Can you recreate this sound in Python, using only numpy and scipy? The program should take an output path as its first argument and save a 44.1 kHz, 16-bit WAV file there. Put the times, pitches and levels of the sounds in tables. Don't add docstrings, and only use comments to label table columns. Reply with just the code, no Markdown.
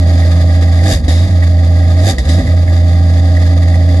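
import sys
import numpy as np
from scipy import signal
from scipy.fft import rfft, irfft
from scipy.io import wavfile
from scipy.ndimage import uniform_filter1d, minimum_filter1d

SR = 44100
rng = np.random.default_rng(int(sys.argv[2]) if len(sys.argv) > 2 else 0)


def wrap_up_sound(samples):
    columns = np.atleast_2d(samples).T
    tamed = np.clip(columns, -1, 1)
    steps = np.round(tamed * 32767).astype(np.int16)
    wavfile.write(sys.argv[1], SR, steps)


N = 176400
T = np.arange(N) / SR
HZ = np.maximum(np.arange(N // 2 + 1) * SR / N, 1)


def from_db(db):
    return 10 ** (np.asarray(db) / 20)


def unit_rms(x):
    return x / np.sqrt(np.mean(x ** 2) + 1e-20)


def over_time(rows):
    return np.interp(T, *np.transpose(rows))


def over_hz(rows):
    hz, value = np.transpose(rows)
    return np.interp(np.log(HZ), np.log(hz), value)


def drift(rate_hz):
    return unit_rms(irfft(rfft(rng.standard_normal(N)) / (1 + (HZ / rate_hz) ** 2), N))


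def burst(start_s, attack_s, decay_s):
    return np.clip((T - start_s) / attack_s, 0, 1) * np.exp(-np.maximum(T - start_s - attack_s, 0) / decay_s)


def ring_down(clicks, decay_s):
    return signal.lfilter([1], [1, -np.exp(-1 / (decay_s * SR))], clicks + 1e-18)


def resonate(x, hz, width_hz):
    r = np.exp(-np.pi * width_hz / SR)
    feedback = [1, -2 * r * np.cos(2 * np.pi * hz / SR), r * r]
    return signal.lfilter(np.array([1, 0, -1]) * (1 - r * r) / 2, feedback, x)


# frequency in Hz, left-right coherence from 0 to 1.
COHERENCE = [(130, 0.77), (400, 0.71), (800, 0.41), (1900, 0.94), (2700, 0.42), (4800, 0.61), (7500, 0.17),
             (10500, 0.83)]

def noise(spectrum):
    low_hz, high_hz = spectrum[0][0] / 2, spectrum[-1][0] * 2
    gain = from_db(over_hz(spectrum)) / (1 + (low_hz / HZ) ** 4) / (1 + (HZ / high_hz) ** 4)
    mid, side = rfft(rng.standard_normal((2, N)))
    coherence = np.clip(over_hz(COHERENCE), 0, .999)
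    stereo = np.sqrt(1 + coherence) * mid + np.sqrt(1 - coherence) * side * [[1], [-1]]
    return unit_rms(irfft(gain * stereo, N))


# relative pulse level in dB, lateness in firings.
CYLINDERS = [(4, 0.068), (3, -.05), (6, -.12), (3.5, -.25), (-1, .03), (6, .05), (1, 0.22), (0.5, .15)]

def firing_clicks(firings, spread_db, jitter_s=.0001):
    k = np.arange(1, int(firings[-1]))
    db, lateness = np.array(CYLINDERS)[k % len(CYLINDERS)].T
    time_scatter, level_scatter = rng.standard_normal((1000, 2))[k].T
    start_s = np.interp(k + lateness, firings, T) + jitter_s * time_scatter
    clicks = np.zeros(N)
    clicks[np.clip((start_s * SR).astype(int), 0, N - 1)] = from_db(db + spread_db * level_scatter)
    return clicks


# time in seconds, firings per second.
FIRING_RATE = [(0, 84.6), (.81, 84.7), (.89, 95), (.95, 82), (1.0, 72), (1.1, 80), (1.2, 87), (1.28, 92),
               (1.4, 85), (1.62, 84.6), (2.0, 86), (2.09, 100), (2.15, 68), (2.22, 64), (2.3, 80),
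               (2.38, 89), (2.44, 76), (2.51, 86.5), (2.75, 85.3), (4, 85.6)]

def crank(lope_rad=.095):
    firings = np.cumsum(over_time(FIRING_RATE)) / SR
    return firings + lope_rad / (2 * np.pi) * np.sin(2 * np.pi * firings / len(CYLINDERS))


# centre in seconds, dip of the firing tone in dB, half-width in seconds.
MISFIRES = [(0.94, 38, 0.011), (1.008, 15, 0.026), (1.074, 10, .011), (1.283, 8, 0.022),
            (2.149, 12.5, 0.038), (2.24, 11, 0.025), (2.429, 27, 0.019), (2.477, 21, 0.0074),
            (2.663, 6, 0.013)]

def misfires(unrest_s=.021):
    gaps_db = sum(db * np.exp(-((T - s) / half_s) ** 2) for s, db, half_s in MISFIRES)
    unrest = np.sqrt(sum(db / 10 * np.exp(-((T - s) / unrest_s) ** 2) for s, db, _ in MISFIRES))
    return gaps_db, unrest


# frequency in Hz, relative density in dB.
RUMBLE_SPECTRUM = [(24, -24), (38, -10), (54, -19), (110, -2.5), (250, -8), (420, -25.5)]

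def rumble(unrest, steady_db=-29.5, unrest_db=-32.5):
    return (from_db(steady_db) + from_db(unrest_db) * unrest) * noise(RUMBLE_SPECTRUM)


# frequency in Hz, relative density in dB.
TAPPET_SPECTRUM = [(2500, -36), (3100, 15), (3600, -6.5), (4150, -38), (4600, 24.5), (5100, -6.5),
                   (5700, -53), (6800, 9), (9000, -29), (11000, -9)]

def tappets(firings, level_db=-48):
    ticks = unit_rms(ring_down(firing_clicks(firings, spread_db=3), decay_s=.0049))
    return from_db(level_db) * ticks * noise(TAPPET_SPECTRUM)


# start in seconds, level in dB before effort.
CLACKS = [(0.221, -27.5), (0.788, -26), (1.423, -21), (2.181, -18), (2.469, -25.5), (2.676, -20),
          (3.367, -27), (3.742, -26)]
# frequency in Hz, relative density in dB.
METAL_SPECTRUM = [(900, -12), (1450, -25), (1700, 1.5), (1930, 16), (2400, -15), (3600, -16.5),
                  (7000, -22.5)]

def rattle(firings, tick_db=-41):
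    ticks = unit_rms(ring_down(firing_clicks(firings, spread_db=3), decay_s=.016))
    clacks = sum(from_db(db) * burst(s, attack_s=.0012, decay_s=.012) for s, db in CLACKS)
    return (from_db(tick_db) * ticks + clacks) * noise(METAL_SPECTRUM)


# time in seconds, level in dB before effort.
HISS_LEVEL = [(0, -32), (.28, -30), (.5, -31.5), (1.2, -30.5), (1.7, -32), (2.8, -32), (4, -33)]
# frequency in Hz, relative density in dB.
HISS_SPECTRUM = [(300, 1), (800, 0), (1020, -11.5), (1220, 1.5), (1450, -19.5), (1640, 2.5), (1780, -1.5),
                 (1930, 2.5), (2350, -9.5), (3050, -13.5), (3550, -3), (4180, -7.5), (4550, -4.5),
                 (5100, -6.5), (5600, -14.5), (6800, -11), (8000, -19.5), (9300, -22.5), (10500, -20),
                 (12000, -24), (13200, -74)]

def gas_hiss(firings, pulse_depth=.04, lope_db=.1, flicker_db=2):
    pulsing = 1 + pulse_depth * np.cos(2 * np.pi * firings)
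    lope = np.cos(2 * np.pi * firings / len(CYLINDERS))
    level_db = over_time(HISS_LEVEL) + lope_db * lope + flicker_db * drift(rate_hz=29)
    return from_db(level_db) * pulsing * noise(HISS_SPECTRUM)


# start in seconds, thud level in dB, hiss level in dB, hiss decay in seconds.
POPS = [(1.046, -24, -37, 0.018), (1.08, -14, -22.5, 0.11), (2.182, -18, -22.5, 0.022),
        (2.251, -35, -29.5, 0.011), (2.277, -23.5, -42, 0.051), (2.288, -27, -22, 0.065),
        (2.385, -21, -61, 0.02), (2.471, -39, -31, 0.005), (2.703, -19, -41, 0.016)]
# frequency in Hz, relative density in dB.
THUD_SPECTRUM = [(130, -7), (300, 27), (420, -12), (600, 19), (800, 10), (1050, -16), (1450, -18),
                 (1900, -5), (3000, -26)]
POP_HISS_SPECTRUM = [(1000, -11), (1450, -12), (2000, 4), (2450, -15), (3300, -7), (3800, 4), (4200, -6.5),
                     (4950, -2.5), (6000, -11), (7000, -7.5), (9000, -21), (10500, -13), (14000, -36)]

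def pops(attack_s=.002, thud_decay_s=.015):
    thud = sum(from_db(db) * burst(s, attack_s, thud_decay_s) for s, db, _, _ in POPS)
    hiss = sum(from_db(db) * burst(s, attack_s, decay_s) for s, _, db, decay_s in POPS)
    return thud * noise(THUD_SPECTRUM) + hiss * noise(POP_HISS_SPECTRUM)


def swell(centre_s, rise_s, fall_s):
    before = np.exp(np.minimum((centre_s - T) / rise_s, 20))
    after = np.exp(np.minimum((T - centre_s) / fall_s, 20))
    return 2 / (before + after)


# centre in seconds, level in dB, rise and fall in seconds, extra gain of the bark in dB.
SURGES = [(.917, -16, 0.029, 0.024, 29), (2.098, -17, 0.027, 0.015, 20)]
# frequency in Hz, relative density in dB.
RUSH_SPECTRUM = [(250, -41), (400, 6.5), (590, 5), (790, -19), (980, -23), (1220, -0.5), (1430, -21.5),
                 (1680, 7), (2000, 1.5), (2400, -7.5), (3100, -7.5), (3700, 5), (4150, -7), (4650, 3.5),
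                 (5700, -6.5), (6700, -1), (9000, -13), (10500, -9), (12500, -17), (15500, -42)]

def surges(firings, pulses, pulse_depth=.32, bark_low_hz=374, bark_lead_s=.011):
    bark = signal.sosfilt(signal.butter(2, bark_low_hz, "high", fs=SR, output="sos"), pulses)
    rush = (1 + pulse_depth * np.cos(2 * np.pi * firings)) * noise(RUSH_SPECTRUM)
    out = 0
    for centre_s, db, rise_s, fall_s, bark_db in SURGES:
        bark_gain = from_db(bark_db) * swell(centre_s - bark_lead_s, rise_s, fall_s) ** 2
        out += from_db(db) * (swell(centre_s, rise_s, fall_s) * rush + bark_gain * bark)
    return out


# frequency in Hz, bandwidth in Hz, relative gain in dB.
PIPE_MODES = [(136, 62, -23.5), (205, 28, -13.5), (253.6, 19.4, -4.5), (331.6, 10, -20.5), (515, 30.4, -14),
              (643, 31.7, -8.5), (674, 130, -19), (781, 20, -10)]

def burble(firings, level_db=-28.5, turbulence=.055, top_hz=906):
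    clicks = firing_clicks(firings, spread_db=.8)
    gas = clicks + turbulence * ring_down(clicks, decay_s=.003) * rng.standard_normal(N)
    pipe = sum((-1) ** k * from_db(db) * resonate(gas, hz, width_hz)
               for k, (hz, width_hz, db) in enumerate(PIPE_MODES))
    lowpass = signal.butter(6, top_hz, fs=SR, output="sos")
    return from_db(level_db) * unit_rms(signal.sosfilt(lowpass, pipe))


ORDER_RATIOS = [.625, .75, 1.25, 1.5, 1.625, 2, 2.25, 2.625, 3, 3.25, 3.5, 3.875, 4.625, 6.25, 6.5, 7.25,
                9.125, 10.5]
ORDER_LEVELS_DB = [-37, -39.5, -39, -37.5, -36, -27, -45, -40, -41.5, -29.5, -41.5, -39.5, -51, -41.5,
                   -46.5, -33.5, -50, -63.5]

def exhaust_note(firings, effort, gaps_db, unrest, tone_db=-7, flicker_db=1.5, wobble_hz=53, wobble_db=-20):
    note = from_db(tone_db - gaps_db) * np.sin(2 * np.pi * firings)
    for ratio, db in zip(ORDER_RATIOS, ORDER_LEVELS_DB):
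        gain = effort * from_db(db + flicker_db * drift(rate_hz=4.2))
        note += gain * np.sin(2 * np.pi * (ratio * firings + rng.random()))
    wobble = from_db(wobble_db) * unrest * np.sin(2 * np.pi * wobble_hz * T)
    return np.sqrt(2) * (note + wobble)


# frequency in Hz, left minus right level in dB.
BALANCE = [(60, -0.4), (97, -2.03), (250, 0.5), (410, -2.5), (670, -4.5), (1080, -3.5), (1750, -4),
           (2830, 1), (3700, 2.5), (4700, 5), (7400, -0.5), (12000, 0)]
# frequency in Hz, phase lead of the left in radians.
PHASE_LEAD = [(300, 0), (650, 0), (850, -.5), (1100, 1), (1700, 1.8), (2500, 1.5), (3100, 2.3), (3700, -.8),
              (4600, -5.5), (5300, -7.5), (6800, -6.5), (7600, -7.4), (9000, -4.9), (10400, -6.3),
              (11600, -6.7), (12600, -8.8)]

def microphones(x):
    left = from_db(over_hz(BALANCE) / 2) * np.exp(.5j * over_hz(PHASE_LEAD))
    return irfft(rfft(x) * np.array([left, 1 / left]), N)


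# time in seconds, gain in dB relative to steady idle.
EFFORT = [(0, 1), (.8, 1), (.9, 8.5), (.96, -1), (1.02, -6.5), (1.06, -4.5), (1.15, 1), (1.27, -1),
          (1.32, -2), (1.95, 1), (2.1, 5), (2.16, -3.5), (2.24, -5), (2.3, 2.5), (2.39, 4), (2.44, 0.5),
          (2.56, 0), (2.65, -4.5), (2.7, 0), (4, 1.5)]

def scene():
    firings = crank()
    effort = from_db(over_time(EFFORT))
    gaps_db, unrest = misfires()
    hiss_and_rattle = gas_hiss(firings) + rattle(firings)
    pulses = burble(firings)
    running = rumble(unrest) + effort * (tappets(firings) + hiss_and_rattle + pulses)
    note = exhaust_note(firings, effort, gaps_db, unrest)
    return microphones(running + note + surges(firings, pulses) + pops())


def record(dry, ceiling=.97, window_samples=600, cutoff_hz=12586):
    safe_gain = np.minimum(1, ceiling / (np.abs(dry).max(axis=0) + 1e-9))
    gain = uniform_filter1d(minimum_filter1d(safe_gain, window_samples), window_samples)
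    return signal.sosfilt(signal.ellip(10, .1, 70, cutoff_hz, fs=SR, output="sos"), dry * gain)


dry = scene()
out = record(dry)
wrap_up_sound(out)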